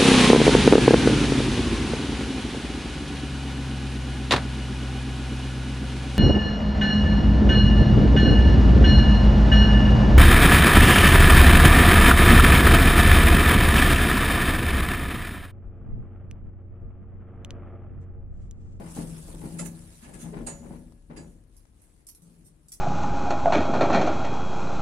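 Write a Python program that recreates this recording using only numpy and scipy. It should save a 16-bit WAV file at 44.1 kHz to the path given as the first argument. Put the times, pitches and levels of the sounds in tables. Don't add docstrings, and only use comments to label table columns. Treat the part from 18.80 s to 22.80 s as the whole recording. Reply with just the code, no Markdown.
import sys
import numpy as np
from scipy import signal
from scipy.fft import rfft, irfft
from scipy.io import wavfile
from scipy.ndimage import map_coordinates

SR = 44100
rng = np.random.default_rng(int(sys.argv[2]) if len(sys.argv) > 2 else 0)


def to_wav(sig):
    pcm = np.clip(np.atleast_2d(sig), -1, 1) * 32767
    pcm = np.round(pcm).astype(np.int16)
    wavfile.write(sys.argv[1], SR, pcm.T)


N = 176400
T = np.arange(N) / SR
LN_1000 = np.log(1000)

# time in seconds, level in dB.
RUMBLE_LEVELS = [(0, -44), (.35, -45.5), (.85, -45.5), (1.2, -53.5), (1.6, -48), (2.0, -51), (2.5, -51),
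                 (3.1, -59), (3.5, -58.5), (4, -61)]
RUSTLE_LEVELS = [(0, -59), (.09, -51), (.19, -45.5), (.28, -51), (.38, -49.5), (.58, -53), (.75, -51.5),
                 (.95, -55.5), (1.18, -56), (1.55, -60.5), (1.92, -60.5), (2.22, -73), (2.5, -65),
                 (2.66, -75), (2.77, -67), (2.92, -73.5), (3.03, -66), (3.35, -74), (3.48, -65),
                 (3.76, -73.5), (4, -66.5)]
# start and rise in seconds, relative levels of cabin boom, floor knock and
# sole scuff in dB, frequency favoured by that spot of the floor in Hz.
STEPS = [(0.0, 0.0026, -47, -40.5, -48.5, 325), (0.041, 0.038, -41.5, -58, -54, 170),
         (0.156, 0.016, -49, -38.5, -45, 476), (0.184, 0.0059, -30, -35.5, -64, 189),
         (0.316, .014, -39.5, -70, -75, 160), (.469, 0.016, -68, -46.5, -55, 240),
         (0.537, 0.0063, -55, -42.5, -60, 320), (0.596, 0.024, -40, -50, -55, 158),
         (0.636, .0035, -38.5, -37, -51, 300), (.735, .015, -38, -45.5, -54.5, 163),
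         (0.804, 0.0049, -37, -40, -49, 166), (0.851, .008, -34.5, -58, -75, 278.6),
         (1.224, 0.073, -46.5, -47, -57, 229), (1.333, 0.024, -48, -45, -68, 240),
         (1.422, 0.024, -38.5, -47, -55.5, 238), (1.455, 0.006, -39, -44.5, -53, 175),
         (1.525, 0.014, -34, -39.5, -47.5, 415), (1.563, .006, -42, -40.5, -46, 460),
         (1.598, 0.0092, -36, -38.5, -63, 246), (1.669, .003, -35, -44.5, -43.5, 550),
         (1.801, 0.06, -38.5, -44.5, -56, 244), (1.889, 0.032, -37, -42.5, -52.5, 215),
         (2.296, 0.0098, -40.5, -42.5, -52.5, 252), (2.368, .012, -41, -43.5, -54, 380),
         (3.421, 0.072, -53, -58.5, -92, 161), (3.56, 0.066, -51, -59.5, -95, 145.5)]
# frequency in Hz, gain in dB, t60 in seconds.
CABIN_MODES = [(101, -24.5, 1.7), (144.4, -22, 1.7), (166.1, -10, 0.83), (205.3, -16, .25),
               (237, -16, 0.84), (323.7, -18.5, 0.83), (409.4, -19.5, 0.28), (561, -29, 1.15),
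               (1688, -40.5, 1.7)]
# start and rise in seconds, relative level and pan in dB, resonance in Hz.
KEY_CLICKS = [(0.609, 0.0012, -50, -13, 8540), (2.766, 0.00065, -51, -5, 11200),
              (3.018, 0.00031, -52.5, -4, 9800), (3.2683, 0.00049, -40, -3, 10940),
              (3.287, 0.0016, -39, -6, 11240), (3.3485, 0.00066, -46.5, -2, 11600),
              (3.419, 0.0026, -53.5, -6, 9400), (3.641, 0.032, -53.5, -4, 8660),
              (3.884, 0.00087, -44, -3, 8250), (3.919, 0.00084, -36.5, -5, 8200),
              (3.929, 0.0093, -42, 1, 9300)]
# start, rise and t60 in seconds, then hiss level, body level, hiss pan and
# lift of the sheen above about 12 kHz, all in dB.
SCRAPES = [(0.783, 0.012, .19, -34, -50.5, -5.5, -2), (.845, 0.017, 0.14, -39, -51, -13, 17),
           (1.213, .03, 0.33, -55.5, -53, -10.5, -4), (1.331, 0.011, 0.25, -48, -55, 15, 6),
           (1.383, .035, 0.31, -45.5, -60, -3.5, 10), (1.662, 0.013, 0.23, -40, -44.5, -2, -14),
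           (2.36, 0.0083, 0.24, -53.5, -50.5, -15, -17)]
# frequency in Hz, level in dB.
LATCH_MODES = [(590, -33), (1350, -37), (2020, -40), (3120, -48), (3640, -46), (4980, -44.5), (6850, -38)]
# start and rise in seconds, relative level and pan in dB.
FITTING_KNOCKS = [(1.664, .008, -39, -10.5), (2.364, 0.019, -49, -7)]
# frequency in Hz, t60 in seconds, gains at the first and second knock in dB.
FITTING_MODES = [(4050, 0.26, -14, -13), (4400, 0.24, -11, -17), (4850, 0.15, -7, 5.5),
                 (5900, 0.76, -20, -21), (6854, 0.37, 3.5, -3.5), (7400, 0.17, -1, -8),
                 (8060, 0.21, 1, 1.5), (8444, .12, 14.5, -5), (9076, 0.11, 4, -13), (9570, 0.16, 1.5, -14),
                 (10300, .2, -7, -15), (10780, 0.16, -7, -18), (12300, 0.14, -15, -24)]
# start in seconds, level in dB.
TICKS = [(2.122, -53), (2.853, -56.5)]
# frequency in Hz, relative spectral density in dB.
RUMBLE_SPECTRUM = [(15, -18), (28, -8), (39, 5), (50, -3.5), (70, -3.5), (102, -8.5), (140, -16.5),
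                   (300, -28), (1000, -77)]
AIR_SPECTRUM = [(71, -40), (120, 5.5), (323, 3), (514, -8.5), (1560, -18.5), (2340, -20.5), (6690, -31),
                (10000, -37), (15000, -54)]
FLOOR_SPECTRUM = [(90, -10.5), (170, 7.5), (215, 2.5), (272, 0), (325, 1.5), (378, -5), (480, -8),
                  (545, -8.5), (680, -15.5), (850, -20.5), (2000, -65)]
SCUFF_SPECTRUM = [(250, -3), (520, 3.5), (850, 6), (1100, -1), (1520, -6.5), (1690, -8.5), (1850, -10),
                  (2050, -7.5), (3200, -18.5), (6000, -29), (15000, -82)]
CLOTH_SPECTRUM = [(300, 7), (800, 2), (1500, -1.5), (3500, -4.5), (5300, -4), (7000, -1.5), (8700, 4.5),
                  (10200, 5.5), (12000, -6), (15500, -19)]
KEY_SPECTRUM = [(1000, -19.5), (3000, -17.5), (4500, -9.5), (6000, -0.5), (6700, -7.5), (8200, 0),
                (10000, 1.5), (11200, 1), (12200, -7.5), (15500, -14)]
SCRAPE_BODY_SPECTRUM = [(300, -43), (580, -8), (1250, -0.5), (1520, -7.5), (1620, -4), (1690, 9.5),
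                        (1780, -4.5), (2120, -2), (2400, -5), (2720, 0), (2880, -6.5), (3500, -13.5),
                        (5000, -13), (9000, -80)]
SCRAPE_HISS_SPECTRUM = [(2000, -6), (4000, -6.5), (5400, -5.5), (6600, 4.5), (8000, 3.5), (9700, 5.5),
                        (10700, 0.5)]
SCRAPE_SHEEN_SPECTRUM = [(11800, -15), (15500, -30)]
TICK_SPECTRUM = [(300, 14), (1000, 15), (3000, -4), (5000, 3), (8000, -1), (15000, -15)]


def amp(db):
    return 10 ** (np.asarray(db) / 20)


def unit_rms(x):
    return x / np.sqrt(np.mean(x ** 2))


def pan(db):
    return unit_rms(amp(np.array([[db], [-db]]) / 2))


def noise(spectrum, coherence=0., grain_db=0., scatter_db=0., ring_hz=0.):
    grain = amp(grain_db * np.repeat(rng.standard_normal(N // 30 + 1), 30)[:N])
    white = rng.standard_normal((3, N)) * grain
    f = np.fft.rfftfreq(N, 1 / SR) + 1
    shared = coherence / (1 + (f / 644) ** 4)
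    mixed = np.sqrt(shared) * rfft(white[2]) + np.sqrt(1 - shared) * rfft(white[:2])
    hz, db = np.array(spectrum, float).T
    chance_resonances = np.interp(f, 109 * np.arange(512), rng.standard_normal(512))
    shape_db = np.interp(np.log(f), np.log(hz), db) + scatter_db * chance_resonances
    if ring_hz:
        shape_db += 10.5 / (1 + ((f - ring_hz) / 287) ** 2)
    low_cut = 1 / np.sqrt(1 + (.5 * hz[0] / f) ** 4)
    return unit_rms(irfft(mixed * amp(shape_db) * low_cut, N))


def swell(start, rise, t60):
    age = T - start
    return np.clip(age / rise, 0, 1) * np.exp(-LN_1000 * np.maximum(age - rise, 0) / t60)


def ring(start, rise, modes, chatter_t60=0.092, contacts_per_s=400):
    age = T - start
    live = (age > 0) & (age < 1)
    out, t = np.zeros((2, N)), age[live]
    roughness = 5.4 * np.exp(-LN_1000 * t / chatter_t60)
    for hz, db, t60 in modes:
        contacts = rng.standard_normal((2, 1024)) + 1j * rng.standard_normal((2, 1024))
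        chatter = np.array([np.interp(t * contacts_per_s, np.arange(1024), c) for c in contacts])
        tone = np.exp((2j * np.pi * hz - LN_1000 / t60) * t)
        rough_tone = np.imag(tone * (1 + roughness * chatter / np.sqrt(2)))
        out[:, live] += amp(db) * rough_tone / np.hypot(1, roughness)
    return out * np.clip(age / rise, 0, 1)


def walls(x, wet_db, t60):
    t = T[:SR // 2]
    tail = rng.standard_normal((2, len(t))) * np.exp(-LN_1000 * t / t60) * (t > .003)
    tail /= np.sqrt(np.sum(tail ** 2, axis=1, keepdims=True))
    return x + amp(wet_db) * signal.fftconvolve(x, tail, axes=1)[:, :N]


def background():
    level_db = np.interp(T, *np.array(RUMBLE_LEVELS).T)
    rumble = amp(level_db) * noise(RUMBLE_SPECTRUM, coherence=0.97) * pan(4.7)
    return rumble + amp(-66) * noise(AIR_SPECTRUM, coherence=0.69) * pan(8.2)


def cabin_boom(push_s=0.0056, favour_db=14, favour_octaves=.29, wander_hz=4.07):
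    boom = 0
    for hz, mode_db, t60 in CABIN_MODES:
        power = np.zeros(N)
        for start, _, blow_db, _, _, favoured_hz in STEPS:
            lift_db = favour_db * np.exp(-(np.log2(hz / favoured_hz) / favour_octaves) ** 2)
            power[int(start * SR):int((start + push_s) * SR)] += amp(blow_db + lift_db) ** 2
        energy = signal.lfilter([1], [1, -np.exp(-2 * LN_1000 / (t60 * SR))], power / (push_s * SR))
        drift = wander_hz * np.interp(T, np.linspace(0, 4, 60), rng.standard_normal(60))
        phase = 2 * np.pi * np.cumsum(hz + drift) / SR
        boom += amp(mode_db) * np.sqrt(energy) * np.sin(phase)
    return boom * pan(4.5)


def floor_knocks():
    energy = 0
    for start, rise, _, db, _, _ in STEPS:
        thump = amp(-4.5) * swell(start, rise, t60=0.27)
        energy += (amp(db) * (thump + swell(start, rise, t60=0.82))) ** 2
    return amp(-3) * np.sqrt(energy) * noise(FLOOR_SPECTRUM, coherence=0.81) * pan(3.5)


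def sole_scuffs():
    energy = sum((amp(db) * swell(start, rise, t60=0.29)) ** 2 for start, rise, _, _, db, _ in STEPS)
    friction = noise(SCUFF_SPECTRUM, coherence=0.078, grain_db=4.5, scatter_db=2.5)
    return amp(2.5) * walls(np.sqrt(energy) * friction, wet_db=-6, t60=0.4) * pan(6)


def cloth_rustle(slips_per_s=44, flutter_db=0.47, patch_db=3.5, patch_hz=494):
    flutter = flutter_db * np.interp(T * slips_per_s, np.arange(256), rng.standard_normal(256))
    friction = noise(CLOTH_SPECTRUM, coherence=0.052, grain_db=2.5)
    f, t, bands = signal.stft(friction, SR, nperseg=256)
    grid = np.meshgrid(f / patch_hz, t * slips_per_s, indexing="ij")
    patches = map_coordinates(rng.standard_normal((128, 256)), grid, order=1, mode="mirror")
    rub = signal.istft(bands * amp(patch_db * patches), SR)[1][:, :N]
    level_db = np.interp(T, *np.array(RUSTLE_LEVELS).T)
    return amp(level_db + flutter) * unit_rms(rub)


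def cloth_crackle(catches_per_s=19, t60=0.022):
    catches = (rng.random(N) < catches_per_s / SR) * rng.random(N)
    envelope = signal.lfilter([1], [1, -np.exp(-LN_1000 / (t60 * SR))], catches)
    return amp(-63) * envelope * noise(CLOTH_SPECTRUM)


def keys():
    clicks = 0
    for start, rise, db, pan_db, hz in KEY_CLICKS:
        snap = amp(-2) * swell(start, rise, t60=0.0076)
        envelope = snap + swell(start, rise, t60=0.14)
        metal = noise(KEY_SPECTRUM, grain_db=3, scatter_db=7.5, ring_hz=hz)
        clicks += amp(db) * pan(pan_db) * envelope * metal
    return amp(-5) * walls(clicks, wet_db=-6, t60=0.11)


def scrapes():
    body = noise(SCRAPE_BODY_SPECTRUM, coherence=0.19, grain_db=1.5)
    out = 0
    for start, rise, t60, hiss_db, body_db, pan_db, sheen_db in SCRAPES:
        sheen = [(hz, db + sheen_db) for hz, db in SCRAPE_SHEEN_SPECTRUM]
        hiss = noise(SCRAPE_HISS_SPECTRUM + sheen, scatter_db=5) * pan(pan_db)
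        out += swell(start, rise, t60) * (amp(hiss_db) * hiss + amp(body_db) * body)
    return walls(out, wet_db=-26, t60=0.4)


def latch(t60=0.1):
    return ring(start=.791, rise=.004, modes=[(hz, db, t60) for hz, db in LATCH_MODES])


def fitting():
    out = 0
    for k, (start, rise, db, pan_db) in enumerate(FITTING_KNOCKS):
        modes = [(hz, gains_db[k], t60) for hz, t60, *gains_db in FITTING_MODES]
        out += amp(db) * pan(pan_db) * ring(start, rise, modes)
    return walls(out, wet_db=-27, t60=0.19)


def dry_ticks():
    envelope = sum(amp(db) * swell(start, rise=0.00084, t60=0.019) for start, db in TICKS)
    return envelope * noise(TICK_SPECTRUM, coherence=0.78) * pan(18)


def scene():
    footfalls = cabin_boom() + floor_knocks() + sole_scuffs()
    contacts = scrapes() + latch() + fitting() + keys() + dry_ticks()
    return footfalls + contacts + cloth_rustle() + cloth_crackle() + background()


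def record(dry, cutoff_hz=15750):
    return signal.sosfilt(signal.ellip(10, .2, 80, cutoff_hz, fs=SR, output="sos"), dry)


dry = scene()
out = record(dry)
to_wav(out)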